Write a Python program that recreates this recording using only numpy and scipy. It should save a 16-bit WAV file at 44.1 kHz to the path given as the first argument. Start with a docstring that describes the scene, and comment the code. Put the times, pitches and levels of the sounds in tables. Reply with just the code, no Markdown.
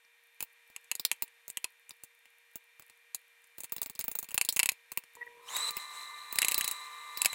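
"""A metal spoon taps and scrapes a glass bowl held on a table, all sped up about eightfold, so every ring
is short and high: each contact's rough force excites decaying modes, and walls add a short echo.
Late on an appliance relay buzzes (wavering sines), then its motor and fan spin up and keep running
(shaft sines, a resonant whistle, shaped noise). Behind it a quiet room hisses, hums and ticks."""
import sys
import numpy as np
from scipy import signal
from scipy.fft import rfft, irfft
from scipy.io import wavfile
from scipy.ndimage import uniform_filter1d

SR = 44100
rng = np.random.default_rng(int(sys.argv[2]) if len(sys.argv) > 2 else 0)


def volts(x):
    """Linear amplitude factor 10**(x/20) for a level x in dB, scalar or array-like."""
    e = np.asarray(x, float) / 20
    return 10 ** e


def persist_wave(psi):
    """Save psi, clipped to +-1, as 16-bit WAV."""
    counts = np.round(np.clip(psi, -1, 1) * 32767).astype(np.int16)
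    wavfile.write(sys.argv[1], SR, np.atleast_2d(counts).T)


N = 324090


def evened(x):
    """Scales x to rms one."""
    return x / np.sqrt(np.mean(x ** 2) + 1e-20)


def curve(rows):
    """Interpolates every column of a time table at every sample."""
    s, *columns = np.transpose(rows)
    return [np.interp(np.arange(N) / SR, s, column) for column in columns]


def coloured(x, points):
    """Shapes x to a spectrum given as (Hz, dB) points, at rms one."""
    hz, db = np.transpose(points)
    f = np.fft.rfftfreq(len(x), 1 / SR)
    gain_db = np.interp(np.log(f + 1), np.log(hz + 1), db)
    return evened(irfft(rfft(x) * volts(gain_db), len(x)))


def band(x, lo_hz, hi_hz):
    """Causal band-pass."""
    return signal.sosfilt(signal.butter(2, [lo_hz, hi_hz], "band", fs=SR, output="sos"), x)


def wander(smooth_s):
    """Noise smoothed twice over smooth_s, rms one."""
    size = max(int(smooth_s * SR), 1)
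    once = uniform_filter1d(rng.standard_normal(N), size)
    return evened(uniform_filter1d(once, size))


def resonate(x, hz, width_hz):
    """Resonance at a fixed or moving hz: shifts hz to zero, smooths, shifts back."""
    turn = np.exp(2j * np.pi * np.cumsum(hz * np.ones(len(x))) / SR)
    r = np.exp(-np.pi * width_hz / SR)
    return 2 * (turn * signal.lfilter([1 - r], [1, -r], x / turn)).real


def gate(start_s, end_s, edge_s):
    """One from start to end, with linear edges."""
    t = np.arange(N) / SR
    return np.clip(np.minimum(t - start_s, end_s + edge_s - t) / edge_s, 0, 1)


def add(mix, s, sound):
    """Mixes a sound in from time s."""
    mix[round(s * SR):][:len(sound)] += sound


# spoon contacts: (time [s], strength [dB], rim, body and tip re strength [dB])
BLOWS = [(0.0496, -67, 3, 2, -12), (0.4056, -25, -10, -15, -7), (0.4262, -26, -15, -18, 0.5),
         (0.7006, -52.5, -16, -12, -3), (0.7629, -29, -8.5, -17.5, -27), (0.844, -50, -23, -20, -30),
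         (0.9148, -16, -10, -16.5, -32), (0.9527, -24, -21.5, -16.5, -21), (0.9967, -27, -19, -6.5, -2),
         (1.051, -14, -15.5, -7.5, -6), (1.1153, -13.5, -8, -16.5, -24), (1.1274, -31, -22, -26, -27),
         (1.2228, -22.5, -12.5, -16.5, 2), (1.2791, -47.5, -6.5, -18, -26), (1.4804, -32.5, -31, -24, -2.5),
         (1.4951, -44, -16, -20, -6), (1.5011, -28, -22.5, -24, -27), (1.5716, -21, -8.5, -18.5, -18),
         (1.6432, -18.5, -10, -13.5, -29), (1.8937, -36, -18, -26, -20), (1.9075, -39.5, -8, -4.5, -6.5),
         (2.0361, -34, -19, -21, -7), (2.256, -53.5, 0.5, -10, -9), (2.5571, -32, -20.5, -21, 0),
         (2.7965, -44, -8, -16, 0.5), (2.8224, -45, -10, -15, -16), (2.8981, -45, -8.5, -13.5, -11),
         (3.1468, -20, -24.5, -19, -15), (3.4418, -49.5, -28, -22, -17), (3.5831, -36.5, -19, -18, 1.5),
         (3.6049, -29.5, -19.5, -22, -9), (3.635, -33, -16, -18, -3.5), (3.6427, -28.5, -16.5, -20, -10),
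         (3.696, -48.5, -8, -16, -17), (3.7216, -26.5, -19, -20, 3.5), (3.7644, -29, -15, -16, -2),
         (3.7816, -37.5, -10, -8, 2), (3.8167, -25, -17, -18, 3), (3.83, -25, -23, -17, -10),
         (3.8603, -31, -13, -14, -1), (3.898, -32.5, -18, -17, -1.5), (3.9519, -37, -23, -18, -10),
         (3.9566, -47.5, -8, -3.5, -7), (3.9921, -24.5, -22.5, -17.5, 1), (4.0033, -29, -20, -16, -6),
         (4.0107, -23.5, -17, -19, -17), (4.0412, -30, -17, -19.5, 3.5), (4.081, -29.5, -15, -19, 8),
         (4.115, -28, -19, -21, -3), (4.1528, -27, -18, -18, 3.5), (4.1881, -22, -24, -23, -1.5),
         (4.2281, -31, -24, -24, 0), (4.2441, -34.5, -15, -18, -13), (4.2882, -35.5, -10, -14, -5),
         (4.3076, -34.5, -9.5, -24, -14), (4.3157, -33, -9.5, -20, -6), (4.344, -22, -15.5, -19, 0),
         (4.3784, -13, -8.5, -15.5, -19), (4.4132, -10.5, -12.5, -18, -19), (4.4494, -21.5, -21, -19, -11),
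         (4.4888, -14, -19.5, -10, -8), (4.5255, -22, -26, -24, -7), (4.538, -40, -17, -26, -24),
         (4.563, -19, -24, -21, -8), (4.568, -18, -10, -16.5, -15), (4.593, -10.5, -10.5, -17.5, -12),
         (4.5988, -16, -5, -10, -20), (4.631, -13, -9, -18, -20), (4.6588, -14.5, -12, -17.5, -16),
         (4.6901, -12, -8, -14, -21), (4.7187, -28, -17, -18.5, -11), (4.9185, -29.5, -13.5, -15, -2),
         (4.9742, -23, -7, -15.5, 2.5), (5.038, -45, -6, -14, -12), (5.1528, -40.5, -15, -18, -10),
         (5.5657, -21.5, -15, -15, -9), (5.7075, -26.5, -17, -16, -5), (5.7681, -26, -9, -14, 0.5),
         (6.326, -28, -14, -19, 1), (6.3573, -24, -15, -16, -3.5), (6.3866, -12, -9.5, -11.5, -31),
         (6.4186, -12.5, -11, -15.5, -36), (6.4284, -19.5, -3, -21, -30), (6.4472, -14, -9, -16, -18),
         (6.4835, -12.5, -12.5, -19.5, -21), (6.5134, -24.5, -10, -14, -2), (6.5191, -17, -13, -17, -30),
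         (6.544, -15, -15.5, -12.5, -11), (6.5792, -18.5, -16, -17, 1), (6.6101, -15.5, -10.5, -18.5, -18),
         (6.6438, -19.5, -13, -12.5, -8), (6.6779, -17.5, -17, -18.5, -10), (6.7126, -19, -21, -22, -9),
         (7.1731, -28, -13, -9, -1), (7.218, -11.5, -14, -18, -15), (7.248, -18, -9.5, -11, -4),
         (7.2577, -9, -10.5, -14.5, -15), (7.3304, -26, -8, -20, -16)]
# lowest ring, thud on the table: (level [dB], gain per dB of strength, of rim and of tip [dB/dB])
KNOCK = [(-4.5, 0.91, 0.81, 0.15), (-35.5, 0.49, -0.031, 1)]
RUB_S, RUB_PER_DB = 0.015, 0.26  # rub length at equal tip and rim; its growth as tip outweighs rim


def blows():
    """Each contact rings bowl and spoon and knocks the bowl against the table."""
    out = np.zeros(N + 2560)
    for s, db, rim_db, body_db, tip_db in BLOWS:
        knock_db = [own + a * db + b * rim_db + c * tip_db for own, a, b, c in KNOCK]
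        # a spoon sliding on its tip rubs longer than one that strikes the rim
        rub_s = RUB_S * volts(RUB_PER_DB * (tip_db - rim_db))
        ring_db = [db + rim_db, db + body_db, db, db + tip_db]
        add(out, s - .0004, strike(ring_db, first=0, rub_s=rub_s))
        add(out, s - .0004, strike(knock_db, first=4, rub_s=.015))
    return out[:N]


# modes of bowl and spoon before spot and grip: (frequency [Hz], level [dB], t60 [s])
RING_MODES = [(990, 0, .018), (1950, -8, .014), (2390, -12, .02), (2710, 0, .026), (3930, -5, .02),
              (4260, 0, .04), (4750, -5, .02), (5370, -9, .015), (7100, -1, .022), (7790, 0, .016),
              (8300, -2, .018), (8850, -5, .018), (9380, -4, .018), (10400, -5, .015), (11100, -7, .014),
              (12050, -9, .012), (14400, -10, .012), (15200, -4, .018), (15560, 0, .028)]
# rim, body, wall, tip, lowest ring, thud: (low edge [Hz], high edge [Hz])
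PART_HZ = [(1900, 3200), (3600, 5700), (6000, 11800), (14300, 15900), (800, 1250), (60, 900)]
# same parts: (coupling to the air [dB], share of crack [0-1], snap t60 [s], rub level [dB])
PARTS = [(-3.5, 0.56, 0.0047, -16.5), (-0.38, 0.83, 0.0084, -14), (-9.5, 0.56, 0.0093, -14.5),
         (-7, 0.78, 0.016, -8.5), (-15, 0.42, 0.0036, -16.5), (-1.5, 1, 0.019, -1)]
GRIP = .65  # the hand shortens every t60 by this factor
SPOT_DB, DETUNE = 2.5, .018  # random spread of mode level and relative pitch per contact


def strike(levels_db, first, rub_s):
    """A contact snaps and rubs on; that force rings the modes, unevenly on each new spot."""
    t = np.arange(2560) / SR
    hz, mode_db, t60 = np.transpose(RING_MODES)[:, :, None]
    level_draw, pitch_draw = rng.standard_normal((2, len(RING_MODES), 1))
    decay = volts(mode_db + SPOT_DB * level_draw - 60 * t / (t60 * GRIP))
    modes = decay * np.sin(2 * np.pi * hz * (1 + DETUNE * pitch_draw) * t)
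    grit = rng.standard_normal(len(t))
    # the spoon catches and lets go
    slips = volts(2.5 * evened(uniform_filter1d(rng.standard_normal(len(t)), size=70)))
    leaving = 1 + (t / max(rub_s, .002)) ** 6  # the rub ends as the spoon leaves the glass
    rub = slips * volts(-60 * t / 0.084) / leaving
    head, sound = slice(0, 260), 0  # levels are set over the first 260 samples
    parts = zip(levels_db, PART_HZ[first:], PARTS[first:])
    for level_db, (lo, hi), (air_db, share, snap_t60, rub_db) in parts:
        force = grit * (volts(-60 * t / snap_t60) + volts(rub_db) * rub)
        if lo > 100:
            crack = band(force, lo, hi)
        else:  # the thud is broad
            crack = signal.lfilter(*signal.butter(1, [lo, hi], "band", fs=SR), force)
        struck = modes[(hz[:, 0] > lo) & (hz[:, 0] < hi)].sum(0)
        # one clean blow, then the rough force
        ring = struck + .12 * signal.fftconvolve(force, struck)[:len(t)]
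        part = share * crack / crack[head].std() + (1 - share) * ring / (ring[head].std() + 1e-9)
        sound = sound + volts(level_db + air_db) * part / part[head].std()
    return sound * np.minimum(t / 0.0006, 1)


def walls(x):
    """Dense short echo of random reflections; treble dies first."""
    t = np.arange(6000) / SR
    taps = rng.standard_normal(len(t)) * (t > .0015)
    low = band(taps, 432, 5700) * volts(-60 * t / 0.15)
    high = band(taps, 5200, 13000) * volts(-60 * t / 0.1)
    tail = low + high
    return signal.oaconvolve(x, tail / np.linalg.norm(tail))[:N]


# broadband rush: the fan's air, plus spoon scraping around 6.3-6.8 s: (time [s], level [dB])
RUSH_LEVEL = [(5.35, -83), (5.44, -61), (5.475, -53), (5.505, -45), (5.57, -39.5), (5.695, -40),
              (5.712, -56), (5.8, -48.5), (5.9, -54), (5.96, -48.5), (6.12, -54), (6.3, -55), (6.45, -44.5),
              (6.72, -46.5), (6.85, -55), (7.1, -56), (7.35, -45.5)]
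START_S, SPIN_UP_S = 5.47, .05  # start of spin-up; time constant of the lag


def motor():
    """Shaft and fan spin up; whistle and rush follow the rush level, the roar swells partway through spin-up."""
    t, rush_db = np.arange(N) / SR, curve(RUSH_LEVEL)[0]
    behind = np.exp(-np.maximum(t - START_S, 0) / SPIN_UP_S)  # 1 at rest, 0 at full speed
    end_db = rush_db[-1]
    excess_db = rush_db - end_db
    fan = whistle(behind, end_db, excess_db) + rush(rush_db) + roar(behind, end_db)
    return gate(RUSH_LEVEL[0][0], t[-1], 0.16) * (shaft(behind) + fan)


# duct resonances: (frequency [Hz], width [Hz], level [dB])
DUCT = [(3040, 100, 11), (4020, 260, 2.7)]
WHISTLE_HZ, WHISTLE_LAG = 4030, .35  # pitch at START_S without lag; fraction below it at rest
SAG_HZ_PER_S, WAVER_HZ = 45, 30


def whistle(behind, end_db, excess_db):
    """Noise through resonances that follow the fan's pitch; loud where it meets the duct, plus an octave."""
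    t = np.arange(N) / SR
    hz = WHISTLE_HZ * (1 - WHISTLE_LAG * behind) - SAG_HZ_PER_S * (t - START_S)
    hz = hz + WAVER_HZ * wander(0.019)
    duct_gain = sum(volts(db) / (1 + ((hz - f) / width) ** 4) for f, width, db in DUCT)
    air = rng.standard_normal((2, N))
    tone = evened(resonate(resonate(air[0], hz, 110), hz, 220)) * volts(3.0 * wander(0.007))
    octave = evened(resonate(resonate(air[1], 2 * hz, 360), 2 * hz, 400))
    tone_db = end_db - 1 + 1.21 * excess_db
    octave_db = end_db - 6.5 + 1.57 * excess_db  # rises faster than the rush
    return volts(tone_db) * duct_gain * tone + volts(octave_db) * octave


# spectrum of the rush: (frequency [Hz], relative density [dB per Hz])
RUSH = [(59, -69), (100, -42), (466, -23.5), (710, -18.5), (1180, -5.5), (1390, -16.5), (2040, -12.5),
        (3310, -20), (3910, -6.5), (4630, -24.5), (7850, -15.5), (15400, -27.5)]


def rush(rush_db):
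    """Broadband rush: shaped noise at the given level, slightly wavering."""
    return volts(rush_db) * coloured(rng.standard_normal(N), RUSH) * volts(1.0 * wander(0.03))


def roar(behind, end_db):
    """Noise resonating near 1 kHz in the duct, louder partway through spin-up."""
    noise = evened(resonate(resonate(rng.standard_normal(N), 1010, 93), 1110, 320))
    level_db = end_db - 10.5 + 20 * np.sqrt(behind) * (1 - behind)
    return volts(level_db) * noise * volts(1.3 * wander(0.064))


# shaft orders: (multiple of shaft rate [1], level at full speed [dB])
SHAFT = [(7, -64), (8, -53.5), (10, -72.5), (12, -61.5), (13, -67), (14, -56)]
FULL_SPEED_HZ, SHAFT_LAG = 148.05, .2  # full shaft rate; fraction below it at rest


def shaft(behind):
    """Sines at multiples of the shaft rate, growing steeply with speed."""
    speed_hz = FULL_SPEED_HZ * (1 - SHAFT_LAG * behind ** 2)
    turns = np.cumsum(speed_hz) / SR
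    orders = sum(np.sqrt(2) * volts(db + 1.5 * wander(.05)) * np.sin(2 * np.pi * k * turns)
                 for k, db in SHAFT)
    return (speed_hz / speed_hz[-1]) ** 12 * orders


# buzz tones: high, low, middle [Hz]
BUZZ_HZ = 1925, 473, 965
# relay pulling in: (time [s], length [s], high level [dB], middle level [dB])
PULLS = [(5.167, 0.005, -70, -52), (5.209, 0.021, -41, -60), (5.266, 0.011, -47.5, -66)]
# coil hum after the first pull, rows high, low, middle: (level before fade [dB], silent by [s])
HOLD = [(-61.5, 5.36), (-64.5, 5.8), (-64.5, 5.5)]
PULL_LOW_DB, PULL_EDGE_S = -66, 0.0025


def relay():
    """A loose coil rattles in three wavering tones, in short pulls over a dying hum."""
    t, first_s = np.arange(N) / SR, PULLS[0][0]
    level = np.array([volts(db) * gate(first_s, end_s, edge_s=0.0089) * np.clip((end_s - t) / 0.11, 0, 1)
                      for db, end_s in HOLD])
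    for s, length_s, high_db, middle_db in PULLS:
        pull_db = np.array([[high_db], [PULL_LOW_DB], [middle_db]])
        level += volts(pull_db) * gate(s, s + length_s, PULL_EDGE_S)
    tones = 0
    for hz, gain in zip(BUZZ_HZ, level):
        phase = 2 * np.pi * (hz * t + 0.022 * wander(0.00074))
        tones = tones + gain * volts(2.2 * wander(0.0032)) * np.sin(phase)
    return np.sqrt(2) * tones


# drift of hiss and tones: (time [s], gain [dB])
SWELL = [(0, 0), (1, 3.5), (2, 1), (5, 3.5), (7.35, 10.5)]


def room_noise():
    """Distant ventilation: drifting hiss and tones, with faint high ticks."""
    return (hiss() + room_tones()) * volts(curve(SWELL)[0]) + ticks()


# hiss spectrum: (frequency [Hz], relative density [dB per Hz])
AIR = [(35, -69), (60, -30), (403, -39), (464, -13), (586, -17), (938, -9.5), (1370, -9.5), (1810, -0.5),
       (2400, 0.5), (2970, -6.5), (3670, -8.5), (4530, -16.5), (9170, -16), (15000, -19.5), (16500, -42.5)]


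def hiss():
    """Soft shaped noise with two faint high bands; levels before the drift."""
    air = rng.standard_normal((2, N))
    high = evened(resonate(air[1], 9400, 300) + resonate(air[1], 11600, 400))
    return volts(-69) * coloured(air[0], AIR) + volts(-83) * high


# room tones: (frequency [Hz], level before wander and drift [dB])
HUM = [(470, -84.5), (955, -89.5), (1615, -84.5), (1857, -78), (2375, -73.5), (2730, -88.5), (3635, -82.5),
       (4274, -88)]


def room_tones():
    """Held sines, slightly wavering in level and phase."""
    t = np.arange(N) / SR
    return sum(volts(db + 1.39 * wander(0.0091)) * np.sqrt(2)
               * np.sin(2 * np.pi * (hz * t + 0.015 * wander(.02))) for hz, db in HUM)


def ticks():
    """Random high noise bursts, about 14 per second."""
    hits = volts(1.3 * rng.exponential(1, N)) * (rng.random(N) < 14 / SR)
    burst = rng.standard_normal(300) * volts(-60 * np.arange(300) / SR / 0.0058)
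    bursts = signal.oaconvolve(hits, burst)[:N]
    return volts(-54.5) * band(band(bursts, 8100, 16000), 8100, 16000)


def scene():
    """Spoon close, room and appliance behind; one channel."""
    spoon = blows()
    return (spoon + volts(-23) * walls(spoon) + motor() + relay() + room_noise())[None]


def roll_off(x):
    """The treble ends steeply here."""
    return signal.sosfilt(signal.butter(12, 17140, fs=SR, output="sos"), x)


def record(dry):
    """Low-passes the mix at 16.3 kHz with a linear-phase filter."""
    limited = signal.oaconvolve(dry, signal.firwin(255, 16300, fs=SR)[None], "same")
    return roll_off(limited)


dry = scene()
out = record(dry)
persist_wave(out)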